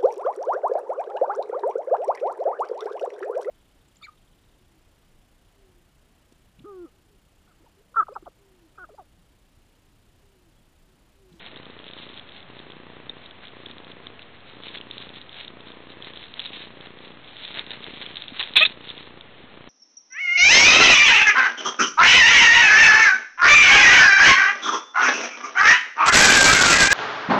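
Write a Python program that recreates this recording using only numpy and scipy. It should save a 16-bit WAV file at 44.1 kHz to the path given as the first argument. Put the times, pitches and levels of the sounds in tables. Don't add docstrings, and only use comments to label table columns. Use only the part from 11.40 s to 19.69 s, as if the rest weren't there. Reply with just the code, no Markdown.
import sys
import numpy as np
from scipy import signal
from scipy.fft import rfft, irfft
from scipy.io import wavfile
from scipy.ndimage import uniform_filter1d

SR = 44100
rng = np.random.default_rng(int(sys.argv[2]) if len(sys.argv) > 2 else 0)


def master_out(mix):
    frames = np.transpose(np.atleast_2d(mix))
    ceiling = np.clip(frames, -1, 1)
    pcm = np.round(ceiling * 32767).astype(np.int16)
    wavfile.write(sys.argv[1], SR, pcm)


N = 365588
T = np.arange(N) / SR

# t/s at the peak, level/dB, length/s, lower body relative to the top/dB
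STROKES = [(0.057, -45.5, 0.29, -3.5), (0.462, -49.5, 0.17, -2), (0.619, -41.5, 0.25, -23),
           (0.769, -37.5, 0.054, -10), (0.965, -43, 0.099, -19), (1.195, -50.5, 0.25, -15),
           (1.845, -48, 0.072, -6), (2.039, -53.5, 0.07, 7), (2.304, -47, 0.094, -13),
           (2.495, -47, 0.045, 2), (2.669, -49, 0.051, -14), (2.797, -50.5, 0.092, -11),
           (3.1, -44, 0.064, -16), (3.273, -35.5, 0.089, -27), (3.354, -34.5, 0.046, -12),
           (3.537, -41, 0.11, -18), (3.626, -38, 0.11, -19), (3.771, -42, 0.15, -18),
           (3.995, -33.5, 0.11, -14), (4.282, -43.5, 0.091, -13), (4.51, -46, 0.055, -10),
           (4.665, -37.5, 0.074, -10), (4.817, -39, 0.15, -28), (4.976, -45.5, .05, 3),
           (5.051, -33.5, 0.15, -21), (5.148, -35.5, 0.088, -18), (5.226, -33, .1, -15),
           (5.436, -46.5, .13, -1.5), (5.658, -41, 0.095, -12), (5.895, -42.5, 0.075, -11),
           (6.046, -32, 0.16, -18), (6.178, -33, 0.1, -3), (6.321, -35.5, 0.11, -3.5),
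           (6.466, -37.5, .11, -4), (6.635, -36, 0.3, -9), (6.777, -35.5, 0.063, -15),
           (6.855, -39, 0.13, -20), (7.013, -33.5, 0.22, -10.5), (7.3, -37, 0.12, -15),
           (7.49, -37, 0.14, -24), (7.59, -40.5, 0.19, -18)]


def undb(db):
    return 10 ** (np.asarray(db) / 20)


def unit(x):
    return x / np.sqrt(np.mean(x ** 2))


def band(x, hz, width_hz):
    return signal.lfilter(*signal.iirpeak(hz, hz / width_hz, SR), x)


def walk(rate):
    k = int(SR / rate)
    steps = np.repeat(rng.standard_normal(N // k + 1), k)
    return unit(uniform_filter1d(steps, k)[:N])


def add(out, s, sound):
    i = int(s * SR)
    out[i:i + len(sound)] += sound[:N - i]


def ring(hz, t60, rise_s):
    t = np.arange(int(t60 * SR)) / SR
    x = np.sin(2 * np.pi * hz * t) * (1 - np.exp(-t / rise_s)) * 1000. ** (-t / t60)
    return x / np.abs(x).max()


def frame_jumps():
    storing = [(3, 21), (32, 52), (63, 81), (93, 112), (122, 142), (152, 172), (182, 201), (212, 232),
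               (243, 260)]
    frame_hz, start_s, pulse_s, step = 30 / 1.001, .03235, .00134, .033
    third_db = -4.0
    idle = -.13
    jumps = np.zeros(N + SR)
    frame = np.arange(int(N / SR * frame_hz))
    busy = sum((frame >= a) & (frame <= b) for a, b in storing)
    stored = undb(third_db * (frame % 3 == 0) + 0.18 * rng.standard_normal(len(frame)))
    size = step * np.where(busy, stored, idle)
    at = start_s + frame / frame_hz
    jumps[np.round(at * SR).astype(int)] += size
    jumps[np.round((at + pulse_s) * SR).astype(int)] -= size
    return jumps


def screen_jumps():
    # t/s into the cycle, step/amplitude
    screen_steps = [(.0026, .002), (.0089, .003), (.0095, -.003), (.0163, .0045), (.0172, .0065),
                    (.0224, -.009), (.0233, .0035), (.0244, .0025)]
    screen_hz = 29.992
    jumps = np.zeros(N + SR)
    cycle = np.arange(int(N / SR * screen_hz) + 1) / screen_hz
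    for s, jump in screen_steps:
        jumps[np.round((cycle + s) * SR).astype(int)] += jump
    return jumps


def camera_hiss():
    # f/Hz, relative density/dB
    hiss_curve = [(30, -14.5), (90, -4), (200, -3.5), (500, -5), (1000, -8), (2000, -10), (3500, -11.5),
                  (4500, -19)]
    hiss_db = -47.5
    hz, db = np.transpose(hiss_curve)
    f = np.arange(N // 2 + 1) * SR / N + 1
    shape = undb(np.interp(np.log(f), np.log(hz), db))
    hiss = irfft(rfft(rng.standard_normal(N)) * shape, N)
    return undb(hiss_db) * unit(hiss)


def camera():
    settle_s = [.00057, .0018]
    ticks = np.cumsum((frame_jumps() + screen_jumps())[:N])
    for tau in settle_s:
        ticks = signal.lfilter([1, -1], [1, -np.exp(-1 / (tau * SR))], ticks)
    return ticks + camera_hiss()


def shuffle():
    slips_per_s, scatter_db, flutter_db = 2000, 3.5, 1.7
    rest_db, rest_body_db = -56, -59.5
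    rise_share = 0.52
    edge_db, roundness = 12, 1.19
    port_hz, port_width_hz = 3650, 700

    top_power, body_power = undb(2 * rest_db), undb(2 * rest_body_db)
    for s, db, length, body_db in STROKES:
        away = np.maximum((s - T) / rise_share, (T - s) / (1 - rise_share)) / length
        power = undb(2 * (db - edge_db * away ** roundness))
        top_power = top_power + power
        body_power = body_power + power * undb(2 * body_db)

    strength = undb(scatter_db * np.minimum(rng.exponential(size=N), 3))
    slips = (rng.random(N) < slips_per_s / SR) * rng.standard_normal(N) * strength
    swish = 0.34 * rng.standard_normal(N)
    fibres = (unit(slips) + swish) * undb(flutter_db * walk(90))
    top = unit(band(fibres, port_hz, port_width_hz) + .5 * band(fibres, 2960, 1500))
    upper_body = band(band(fibres, 2010, 2400), 2100, 2500)
    body = unit(upper_body + band(fibres, 820, 740))
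    return np.sqrt(top_power) * top + np.sqrt(body_power) * body


def light_snags():
    per_s, level_db, scatter_db = 9, -37, 1.5
    port_hz, spread_hz, t60 = 3580, 110, .0045
    draw = rng.standard_normal((int(per_s * N / SR), 2))
    stroke = np.array(STROKES)[rng.integers(len(STROKES), size=len(draw))]
    when = np.abs(stroke[:, 0] + stroke[:, 2] * rng.uniform(-1.1, 1, len(draw)))
    level = level_db + scatter_db * draw[:, 0]
    hz = port_hz + spread_hz * draw[:, 1]
    return np.transpose([when, level, hz, np.full(len(draw), t60)])


def claws():
    # t/s, level/dB, ring f/Hz, ring t60/s
    clear_catches = [(0.0625, -33, 3500, 0.006), (0.0707, -33, 2880, 0.0042), (0.173, -31.5, 3770, 0.0077),
                     (0.304, -36.5, 3780, 0.0067), (0.39, -35.5, 3440, 0.006), (0.4416, -35, 3560, 0.0055),
                     (0.4803, -32, 3540, 0.0068), (0.5342, -30, 3620, 0.006), (0.775, -31.5, 3470, 0.0055),
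                     (0.795, -30, 3450, 0.0086), (1.191, -32, 3700, 0.0071), (1.6944, -19.5, 3680, 0.018),
                     (1.8592, -30, 3740, 0.0098), (2.053, -34.5, 3510, 0.0069), (2.261, -27, 3540, 0.0069),
                     (2.3114, -30.5, 3630, 0.0068), (2.6686, -27, 3550, 0.0067),
                     (2.7931, -30.5, 2720, 0.005), (3.235, -30, 3590, 0.006), (3.2829, -31, 3660, 0.006),
                     (3.3732, -27, 3440, 0.0091), (3.4116, -28.5, 3070, 0.0047),
                     (3.5107, -22.5, 3670, 0.0069), (3.5801, -24, 3780, 0.006),
                     (3.691, -31.5, 3710, 0.0054), (3.8142, -30, 3780, 0.006), (3.8931, -32.5, 3430, 0.006),
                     (3.9285, -33, 3680, 0.006), (4.0791, -25, 3660, 0.0072), (4.6232, -28, 3420, 0.0064),
                     (4.6453, -29, 3750, 0.006), (4.7728, -31, 3500, 0.0053), (4.9392, -27, 3800, 0.0043),
                     (4.994, -18, 3400, 0.0071), (5.0001, -19.5, 3800, 0.0056), (5.0567, -20, 3820, 0.007),
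                     (5.0618, -21, 3740, 0.0074), (5.1404, -33, 3540, 0.006), (5.409, -33, 3500, 0.0055),
                     (5.967, -31.5, 3520, 0.006), (6.0502, -23, 3700, 0.006), (6.0774, -29, 3610, 0.0055),
                     (6.1424, -26, 3780, 0.006), (6.1927, -17.5, 3600, 0.006),
                     (6.2647, -28.5, 3700, 0.0056), (6.306, -21.5, 3700, 0.006),
                     (6.3146, -23, 3770, 0.0074), (6.4413, -25.5, 3500, 0.006), (6.6194, -29, 3570, 0.0076),
                     (6.6628, -26, 3440, 0.006), (6.757, -23, 3800, 0.0053), (6.7689, -20.5, 3620, 0.0054),
                     (6.821, -22.5, 3700, 0.006), (6.881, -24, 3580, 0.0074), (6.9944, -15, 3730, 0.0071),
                     (7.001, -16.5, 3530, 0.006), (7.0118, -16, 3810, 0.006), (7.0269, -20, 3280, 0.006),
                     (7.036, -22, 3540, 0.006), (7.1362, -23, 3800, 0.006), (7.4903, -24.5, 3610, 0.0077),
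                     (7.5009, -22.5, 3550, 0.0088), (7.5784, -28, 3560, 0.0067),
                     (7.8093, -30, 3600, 0.0054)]
    crisp_t60 = .007
    body_db, body_spread_db = -31.5, 18.5
    out = np.zeros(N)
    catches = np.vstack([clear_catches, light_snags()])
    for (s, db, hz, t60), (b, c) in zip(catches, rng.random((len(catches), 2))):
        add(out, s, undb(db) * ring(hz, t60, 0.0007))
        add(out, s, undb(db) * crisp_t60 / t60 * ring(3400, .0025, .0001))
        cloth = ring(1500 + 700 * b, 0.0059, 0.00036)
        add(out, s, undb(db + body_db + body_spread_db * c) * cloth)
    return out


def thumps():
    # t/s, level/dB, ring f/Hz, t60/s
    landings = [(6.483, -29.5, 353, 0.011), (6.535, -33, 245, 0.034), (6.921, -31, 258, 0.035),
                (7.168, -36, 410, 0.03), (8.004, -40, 390, 0.048), (8.039, -35.5, 252, 0.039)]
    out = np.zeros(N)
    for s, db, hz, t60 in landings:
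        add(out, s, undb(db) * ring(hz, t60, 0.00016))
    return out


def sneeze_gusts(mouth_hz):
    # t/s, level/dB, hold/s, whistle f/Hz, mouth relative/dB, throat relative/dB
    gusts = [(6.993, -25.5, 0.014, 3760, -0.5, -4), (7.008, -32.5, .01, 3500, -20, -4),
             (7.031, -30, .0085, 3500, -5, -7), (7.154, -8, 0.0054, 3840, -22, -39),
             (7.163, -8, .011, 3520, -4, -11), (7.179, -10.5, 0.0083, 3370, -10.5, -33),
             (7.193, -12.5, 0.013, 3740, -31, -28), (7.208, -15.5, 0.027, 3506, -7, -30),
             (7.249, -8.5, .0022, 3670, -10, -27), (7.259, -16.5, 0.0022, 3660, -30.5, -28.5)]
    # f/Hz, width/Hz, level/dB
    throat_modes = [(150, 260, -9), (512, 730, -3.5), (1105, 570, 4), (1760, 490, 7.5)]
    rise_s, t60 = 0.0023, 0.035
    air = rng.standard_normal(N) * undb(0.75 * walk(300))
    throat = unit(sum(undb(db) * band(band(air, hz, w), hz, 2 * w) for hz, w, db in throat_modes))
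    mouth = unit(band(band(air, mouth_hz, 400), mouth_hz, 1500))
    out = np.zeros(N)
    for s, db, hold, hz, mouth_db, throat_db in gusts:
        t = T - s
        rise = np.clip(t / rise_s, 0, 1) ** 2
        fade = 1000. ** (-np.clip(t - rise_s - hold, 0, 1) / t60)
        nose = unit(band(band(air, hz, 350), hz, 900) + .25 * band(air, 3200, 1200))
        out += undb(db) * rise * fade * (nose + undb(mouth_db) * mouth + undb(throat_db) * throat)
    return out


def yip(mouth_hz):
    # t/s, pitch f/Hz, effort/dB
    voice = [(7.203, 605, -55), (7.208, 613, -28), (7.216, 617, -22), (7.222, 633, -23), (7.233, 645, -26),
             (7.241, 636, -34), (7.247, 628, -39), (7.27, 628, -41), (7.295, 640, -58)]
    # multiple of the pitch, level relative to the effort/dB, drift/(dB/s)
    overtones = [(1, 2, -250), (2, 4.5, -150), (3, 3.5, -52), (4, 15.5, 31), (5, -1, 32.5), (6, -4, 27)]
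    hoarse_db, mouth_width_hz = 2, 85
    s, hz, db = np.transpose(voice)
    pitch = np.interp(T, s, hz) * (1 + 0.0022 * walk(290))
    phase = 2 * np.pi * np.cumsum(pitch) / SR
    effort_db = np.interp(T, s, db, left=-120, right=-120)
    elapsed = np.clip(T - s[0], 0, s[-1] - s[0])
    out = np.zeros(N)
    for k, k_db, drift in overtones:
        colour_db = k_db + drift * elapsed + hoarse_db * walk(250)
        dulling_db = .12 * (k - 1) * (effort_db - db.max())
        gain = undb(effort_db + colour_db + dulling_db)
        tuned = 1 / np.hypot(1, 2 * (k * pitch - mouth_hz) / mouth_width_hz) if k == 4 else 1
        out += gain * tuned * np.sin(k * phase)
    return out


def sneeze():
    mouth_hz = 2570
    echo_db, echo_t60 = -25.5, 0.17
    out = sneeze_gusts(mouth_hz) + yip(mouth_hz)
    t = np.arange(int(echo_t60 * SR)) / SR
    echo = rng.standard_normal(len(t)) * 1000. ** (-t / echo_t60)
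    return out + undb(echo_db) * signal.fftconvolve(out, echo / np.linalg.norm(echo))[:N]


def scene():
    return (camera() + shuffle() + claws() + thumps() + sneeze())[None]


def record(dry):
    voice_band_hz, roll_hz, top_hz = 4262, 3777, 15900
    clip, offset = .71, -0.0029
    narrow = signal.sosfilt(signal.ellip(9, .5, 85, voice_band_hz, fs=SR, output="sos"), dry)
    narrow = signal.sosfilt(signal.butter(8, roll_hz, fs=SR, output="sos"), narrow)
    clipped = np.clip(narrow, -clip, clip) + offset
    return signal.sosfilt(signal.ellip(8, .2, 70, top_hz, fs=SR, output="sos"), clipped)


dry = scene()
out = record(dry)
master_out(out)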